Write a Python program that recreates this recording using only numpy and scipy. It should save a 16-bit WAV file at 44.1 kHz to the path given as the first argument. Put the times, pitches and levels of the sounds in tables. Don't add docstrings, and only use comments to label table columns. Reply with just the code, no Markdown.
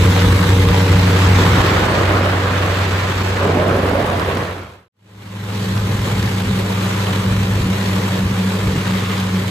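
import sys
import numpy as np
from scipy import signal
from scipy.fft import rfft, irfft
from scipy.io import wavfile
from scipy.ndimage import uniform_filter1d, minimum_filter1d

SR = 44100
rng = np.random.default_rng(int(sys.argv[2]) if len(sys.argv) > 2 else 0)


def dump_mix(stems):
    frames = np.atleast_2d(stems).T
    limited = np.clip(frames, -1, 1)
    pcm = np.round(limited * 32767).astype(np.int16)
    wavfile.write(sys.argv[1], SR, pcm)


N = 418950
TIME = np.arange(N) / SR
EDGE_HZ = 15650
FRAMING = dict(nperseg=1024, noverlap=768)

# frequency in Hz, in-phase coherence, quadrature coherence, left over right in dB.
SECOND_STEREO = [(280, 1.0, 0.0, -2), (420, 0.82, 0.14, 3), (610, 0.3, -0.28, -2.5),
                 (640, -0.6, -0.11, -3.5), (990, 0.67, -0.19, 1.5), (1380, 0.17, 0.37, 4),
                 (2020, 0.15, 0.1, 0.5), (2740, -0.31, 0.47, -3.5), (4180, 0.38, 0.11, -3.5),
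                 (5230, -0.28, 0.22, 0), (6200, 0.27, 0.064, -1), (7560, 0.68, 0.0, -0.5),
                 (10300, -0.75, -0.039, 0), (13000, 0.83, -0.05, -0.0)]


def gain_of(db):
    return 10 ** (np.asarray(db) / 20)


def unit_rms(x):
    return x / np.sqrt(np.mean(x ** 2) + 1e-20)


def over_time(rows):
    times_s, *columns = np.transpose(rows)
    return [np.interp(TIME, times_s, column) for column in columns]


def over_frequency(rows, hz):
    knots_hz, *columns = np.transpose(rows)
    return [np.interp(np.log(hz + 1), np.log(knots_hz + 1), column) for column in columns]


def wander(rate_hz):
    steps_s = TIME[::100]
    hz = np.fft.rfftfreq(len(steps_s), steps_s[1])
    drift = irfft(rfft(rng.standard_normal(len(steps_s))) / (1 + (hz / rate_hz) ** 4), len(steps_s))
    return np.interp(TIME, steps_s, unit_rms(drift))


def swell(crest_s, hold_s, rise_s, fall_s):
    early_s, late_s = np.maximum(crest_s - TIME, 0), np.maximum(TIME - crest_s - hold_s, 0)
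    return np.exp(-np.minimum((early_s / rise_s) ** 2 + late_s / fall_s, 20))


def band(x, low_hz, high_hz):
    sos = signal.butter(2, [low_hz, high_hz], "bandpass", fs=SR, output="sos")
    return unit_rms(signal.sosfilt(sos, x))


def impacts(shape, per_s, spread_db):
    size = gain_of(spread_db * np.minimum(rng.exponential(1, shape), 3))
    return size * (rng.random(shape) < per_s / SR)


def pops(per_s, spread_db, low_hz, high_hz, crosstalk=1.0):
    ticks = impacts((2, N), per_s, spread_db) * rng.choice([-1., 1.], (2, N))
    return band(ticks + crosstalk * ticks[::-1], low_hz, high_hz)


def water(colour, stereo, per_s, spread_db, drop_share, clump_db, patchy_db, mist_hz=8000):
    drops = unit_rms(impacts(N, per_s, spread_db) * rng.choice([-1., 1.], (2, N)))
    clumps = gain_of(clump_db * wander(93))
    hz, _, hiss = signal.stft(clumps * rng.standard_normal((2, N)), SR, **FRAMING)
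    patter = signal.stft(clumps * drops, SR, **FRAMING)[2]
    hz = hz[:, None]
    share = drop_share / (1 + (hz / mist_hz) ** 2)
    left, independent = np.sqrt(1 - share) * hiss + np.sqrt(share) * patter
    in_phase, quadrature, balance_db = over_frequency(stereo, hz)
    width = np.clip((hz - 250) / 90, 0, 1)
    coherence = 1 + width * (in_phase + 1j * quadrature - 1)
    coherence /= np.maximum(abs(coherence), 1)
    right = coherence.conj() * left + np.sqrt(np.maximum(1 - abs(coherence) ** 2, 0)) * independent
    balance = gain_of(width * balance_db)
    pair = np.array([left * balance, right]) / np.sqrt(1 + balance ** 2)
    patches = uniform_filter1d(rng.standard_normal(left.shape), 9, axis=0)
    patches = unit_rms(uniform_filter1d(patches, 8, axis=1))
    pair *= gain_of(over_frequency(colour, hz)[0] + patchy_db * patches)
    return unit_rms(signal.istft(pair, **FRAMING)[1][:, :N])


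def drone(curve, lines, wobble, waver_db, fray_rad, dulling=0.0, throb_db=0.0, throb_hz=3.9):
    hz, level_db = over_time(curve)
    cycles = np.cumsum(hz * (1 + wobble * wander(7.9))) / SR
    slope_db_per_oct = dulling * (level_db - level_db.max())
    tones = np.zeros(N)
    for multiple, db in lines:
        jitter_rad = fray_rad * (multiple - 1) * wander(22.4)
        swing_db = throb_db * min(multiple - 1, 1) * wander(throb_hz)
        line_db = db + slope_db_per_oct * np.log2(multiple) + waver_db * wander(11.4) + swing_db
        tones += gain_of(line_db) * np.cos(2 * np.pi * (multiple * cycles + rng.random()) + jitter_rad)
    return np.sqrt(2) * gain_of(level_db) * tones


def wind(run, breeze_db=-35.5, eddy_s=0.083):
    # frequency in Hz, relative level in dB.
    first_colour = [(10, -33), (22, -18.5), (35, -31), (50, -1), (75, 5.5), (120, 2), (170, -17.5),
                    (260, -11), (600, -54), (2000, -83)]
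    second_colour = [(10, -32), (22, -27), (35, -7), (50, -2.5), (80, 2.5), (125, 4.5), (180, -8),
                     (260, -9), (600, -53), (2000, -80)]
    # crest in seconds, hold in seconds, relative strength in dB.
    gusts = [(0.032, 0.043, -20.5), (0.282, 0.07, -21.5), (0.468, 0.16, -23.5), (0.657, 0.05, -21),
             (0.905, 0.077, -21.5), (1.29, 0.057, -20.5), (1.45, 0.17, -25), (1.7, 0.44, -29),
             (3.65, 0.41, -32), (4.3, 0.041, -33), (5.7, 0.22, -26), (5.94, 0.12, -25.5),
             (6.133, 0.16, -24), (6.48, 0.07, -25), (7.25, 0.19, -23.5), (7.54, 0.15, -23.5),
             (7.9, 0.04, -28), (8.22, 0.098, -24.5), (8.46, 0.03, -35), (8.67, 0.09, -22.5)]
    colour, gain_db = (first_colour, 5.0) if run == 1 else (second_colour, 2.5)
    force = gain_of(breeze_db)
    for crest_s, hold_s, db in gusts:
        force = np.maximum(force, gain_of(db) * swell(crest_s, hold_s, rise_s=0.045, fall_s=0.046))
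    spectrum = gain_of(over_frequency(colour, np.fft.rfftfreq(N, 1 / SR))[0])
    rumble = irfft(rfft(rng.standard_normal(N)) * spectrum, N)
    local_rms = np.sqrt(uniform_filter1d(rumble ** 2, round(eddy_s * SR)))
    return gain_of(gain_db) * force * rumble / local_rms


def droplets():
    # time in seconds, level in dB.
    levels = [(0, -41.5), (1.65, -48), (2.1, -49), (3.0, -56), (3.5, -53), (3.9, -46.5), (4.6, -49.5)]
    return gain_of(over_time(levels)[0]) * pops(per_s=310, spread_db=4.0, low_hz=6960, high_hz=13500)


def gurgles():
    # crest in seconds, hold in seconds, level in dB.
    churns = [(7.2, 0.34, -39), (7.65, 0.35, -36.5), (8.65, 0.13, -33.5)]
    force = sum(gain_of(db) * swell(s, hold_s, rise_s=0.15, fall_s=0.059) for s, hold_s, db in churns)
    return force * pops(per_s=500, spread_db=3.5, low_hz=302, high_hz=534, crosstalk=0.91)


def slap(crest_s=4.281, level_db=-19, pitches_hz=(350, 480)):
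    ring = sum(np.sin(2 * np.pi * hz * (TIME - crest_s)) for hz in pitches_hz)
    return gain_of(level_db) * swell(crest_s, hold_s=0.009, rise_s=0.0042, fall_s=0.005) * ring


def spatters(ring_db=-3, fall_s=0.0014, band_ratio=1.95):
    # start in seconds, level in dB, pitch in Hz.
    drops = [(0.193, -17, 2500), (0.442, -22, 2700), (1.854, -27, 6300), (2.055, -18, 2200),
             (2.663, -30, 6000), (3.798, -20, 1890), (3.888, -22, 2000), (4.101, -31, 5500),
             (4.197, -20, 2100), (4.371, -24, 2700), (5.777, -22, 2800), (6.228, -20, 1800),
             (7.069, -21, 2030), (7.16, -24, 2900), (8.109, -27, 2600), (8.499, -24, 3370),
             (8.658, -30, 5500), (8.857, -24, 3000), (9.06, -22, 2500), (9.116, -21, 2100),
             (9.182, -24, 3800), (9.201, -27, 3800), (9.363, -23, 2260), (9.48, -23, 3210)]
    t = np.arange(1024) / SR
    track = np.zeros((2, N + len(t)))
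    for start_s, db, hz in drops:
        noise = rng.standard_normal(len(t)) + .5 * rng.standard_normal((2, len(t)))
        crack = band(noise, hz / band_ratio, min(hz * band_ratio, EDGE_HZ))
        ring = gain_of(ring_db) * np.sin(2 * np.pi * hz * t)
        start = round(start_s * SR)
        track[:, start:start + len(t)] += gain_of(db) * np.exp(-t / fall_s) * (crack + ring)
    return track[:, :N]


def bubble_cloud(wash, tilt_db_per_oct, boost_db, pivot_hz=600, width_hz=173):
    # time in seconds, mean resonance in Hz.
    pitches = [(1.65, 335), (1.88, 360), (2.1, 490), (2.4, 510), (3.5, 471), (3.75, 520), (4.0, 565),
               (4.3, 490)]
    hz, frames_s, spectra = signal.stft(wash, SR, **FRAMING)
    hz = hz[:, None] + 1
    octaves = np.clip(np.log2(hz / pivot_hz), -2, 2)
    centre_hz = np.interp(frames_s, TIME, over_time(pitches)[0] * (1 + 0.23 * wander(16)))
    resonance_db = np.interp(frames_s, TIME, boost_db) / (1 + (2 * (hz - centre_hz) / width_hz) ** 2)
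    spectra = spectra * gain_of(octaves * np.interp(frames_s, TIME, tilt_db_per_oct) + resonance_db)
    return signal.istft(spectra, **FRAMING)[1][:, :N]


def wake(ebb_s=0.9, thin_db_per_oct=3.5):
    # frequency in Hz, relative level in dB.
    colour = [(40, -19), (150, 0.5), (230, -3), (320, -2), (430, -1), (700, -2), (880, -5.5), (1100, -2),
              (1700, -6.5), (3500, -18), (5200, -28.5), (15500, -66)]
    stereo = [(229, 1.0, 0.12, -2), (380, 0.84, -0.026, 0), (534, 0.87, -0.072, -1.5),
              (713, 0.83, -0.043, -14.5), (1150, 0.19, 0.32, 2.5), (2070, 0.11, 0.27, -6.5),
              (3800, 0.24, 0.061, 4)]
    # crest, hold and rise in seconds, level in dB, crest tilt in dB/octave, resonance in dB.
    surges = [(1.92, 0.19, 0.68, -17.5, 0, 5), (3.54, 0.44, 0.28, -18, -1.9, 7)]
    wash = water(colour, stereo, per_s=1300, spread_db=3.0, drop_share=0.36,
                 clump_db=1.13, patchy_db=1.5)
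    fullness = np.array([swell(s, hold_s, rise_s, ebb_s) for s, hold_s, rise_s, *_ in surges])
    *_, level_db, crest_tilt, cloud_db = np.transpose(surges)
    tilt_db_per_oct = crest_tilt @ fullness / fullness.sum(0) + thin_db_per_oct * (1 - fullness.max(0))
    boost_db = (cloud_db[:, None] * fullness).max(0)
    envelope = (gain_of(level_db)[:, None] * fullness).max(0)
    return envelope * bubble_cloud(wash, tilt_db_per_oct, boost_db)


def boat_engine(run):
    # time in seconds, firing rate in Hz, level in dB.
    first_curve = [(0, 94.8, -12.5), (1.45, 94.1, -13), (1.9, 94.4, -19.5), (2.4, 94.5, -18.5),
                   (3.3, 94.7, -20), (3.95, 93.5, -21.5), (4.4, 93, -27)]
    second_curve = [(5.1, 104, -23), (5.8, 102.9, -20.5), (6.6, 101, -20), (8.0, 99.82, -21),
                    (9.4, 99.95, -23.5)]
    # multiple of the firing rate, relative level in dB.
    first_lines = [(1, -1), (1.25, -18), (1.7, -16.5), (2, -13.5), (3, -17), (4.002, -26.5), (5, -15.5),
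                   (6.002, -24.5)]
    second_lines = [(1, -1), (2, -11), (3, -21.5), (4, -21), (5, -27), (8, -29), (10, -25)]
    if run == 1:
        return drone(first_curve, first_lines, wobble=0.0023, waver_db=1.0, fray_rad=0.19,
                     dulling=0.47, throb_db=1.5)
    return drone(second_curve, second_lines, wobble=0.0024, waver_db=0.1, fray_rad=0.06)


def ripple_db():
    return 0.43 * wander(12)


def near_spray(gain_db=16.0):
    # frequency in Hz, relative level in dB.
    colour = [(40, -38), (130, 0.5), (260, -3.5), (450, -3.5), (700, -7), (900, -6), (1150, -7),
              (1700, -8.5), (3800, -14.5), (5100, -20.5), (7500, -25.5), (10500, -33.5), (12700, -31.5),
              (15500, -44)]
    stereo = [(282, 1.0, -0.13, -1), (419, 0.94, 0.26, -2), (620, 0.34, -1, 0), (660, -0.83, -0.78, -2),
              (960, 0.81, -0.45, 3), (1380, 0.39, 0.31, 3), (1960, 0.25, 0.21, -0.3),
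              (2710, -0.44, -0.068, -6), (4000, 0.52, -0.025, -4), (5000, -0.31, -0.22, 2),
              (6140, 0.28, 0.02, 2.5), (8400, 0.57, -0.0, -1), (11060, -1.1, -0.01, 1.5),
              (12700, 0.89, -0.01, -0.5)]
    # time in seconds, level in dB before gain_db.
    levels = [(0, -34.5), (0.17, -32.5), (0.28, -35.5), (0.95, -35), (1.3, -32.5), (1.65, -33.5),
              (2.0, -38), (2.45, -40.5), (2.75, -37.5), (3.3, -38.5), (3.65, -43), (4.3, -44)]
    spray = water(colour, stereo, per_s=2000, spread_db=2.0, drop_share=0.5, clump_db=1.0, patchy_db=1.5)
    return gain_of(over_time(levels)[0] + gain_db + ripple_db()) * spray


def far_spray(lift_db):
    # frequency in Hz, relative level in dB.
    colour = [(40, -51), (130, 0.5), (260, -6), (450, -2.5), (700, -7.5), (900, -7), (1150, -8.5),
              (1700, -9.5), (3800, -14), (5100, -20.5), (7500, -23.5), (10500, -26.5), (12700, -28),
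              (15500, -41.5)]
    # time in seconds, level between surges in dB.
    levels = [(5.3, -26.5), (6.6, -26.5), (9.2, -26.5), (9.5, -26)]
    spray = water(colour, SECOND_STEREO, per_s=2000, spread_db=3.0, drop_share=0.3,
                  clump_db=1.07, patchy_db=1.24)
    return gain_of(over_time(levels)[0] + lift_db + ripple_db()) * spray


def hull_surges():
    # frequency in Hz, relative level in dB.
    colour = [(300, -35), (700, -14), (1100, 13.5), (1700, 4), (3000, -2), (6000, -30), (15500, -55)]
    # crest and hold in seconds, then splash level, crackle level and spray lift in dB.
    surges = [(6.27, 0.06, -47, -49, 2.3), (6.946, 0.21, -32.5, -46, 3.1), (7.85, 0.12, -38, -53, 3),
              (8.512, 0.035, -43, -59, 1.5), (9.008, 0.19, -32.5, -36.5, 1.3)]
    splash = water(colour, SECOND_STEREO, per_s=1100, spread_db=2.5, drop_share=0.6,
                   clump_db=-0.5, patchy_db=2.0)
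    ticks = impacts(N, per_s=450, spread_db=3.3) * (1 + .5 * rng.standard_normal((2, N)))
    crackle = band(ticks, low_hz=1800, high_hz=4500)
    swells = np.array([swell(s, hold_s, rise_s=0.38, fall_s=0.15) for s, hold_s, *_ in surges])
    *_, splash_db, crackle_db, lift_db = np.transpose(surges)
    thrown = (gain_of(splash_db) @ swells) * splash + (gain_of(crackle_db) @ swells) * crackle
    return thrown, lift_db @ swells


def propeller(run):
    # time in seconds, beat rate in Hz, level in dB.
    first_curve = [(0, 59.14, -23), (1.5, 58.65, -23), (1.85, 59.8, -36.5)]
    second_curve = [(5.1, 62.42, -28), (7.0, 62.71, -23), (9.4, 62.3, -23.5)]
    # multiple of the beat rate, relative level in dB.
    lines = [(2, -10), (3, -0.5), (4, -15.5), (5, -21.5), (6, -23.5), (7, -21.5), (9, -31.5)]
    if run == 1:
        return drone(first_curve, lines, wobble=0.0029, waver_db=2.0, fray_rad=0.087)
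    return drone(second_curve, lines, wobble=0.002, waver_db=2.4, fray_rad=0.097)


def scene(fade_out_s=(4.384, 4.94), cut_s=4.882, fade_in_s=(4.915, 5.62)):
    first = near_spray() + wake() + slap() + droplets() + wind(1) + boat_engine(1) + propeller(1)
    thrown, lift_db = hull_surges()
    second = far_spray(lift_db) + thrown + gurgles() + wind(2) + boat_engine(2) + propeller(2)
    fade_out = np.interp(TIME, fade_out_s, (1, 0)) ** 2 * (TIME < cut_s)
    fade_in = np.interp(TIME, fade_in_s, (0, 1)) ** 2
    return fade_out * first + fade_in * second + (fade_out + fade_in) * spatters()


def record(dry, ceiling=0.92):
    allowed_gain = np.minimum(ceiling / (abs(dry).max(0) + 1e-9), 1)
    gain = uniform_filter1d(minimum_filter1d(allowed_gain, size=900), size=900)
    lowpass = signal.firwin(511, EDGE_HZ, window=("kaiser", 9), fs=SR)
    return signal.oaconvolve(dry * gain, lowpass[None], "same")


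dry = scene()
out = record(dry)
dump_mix(out)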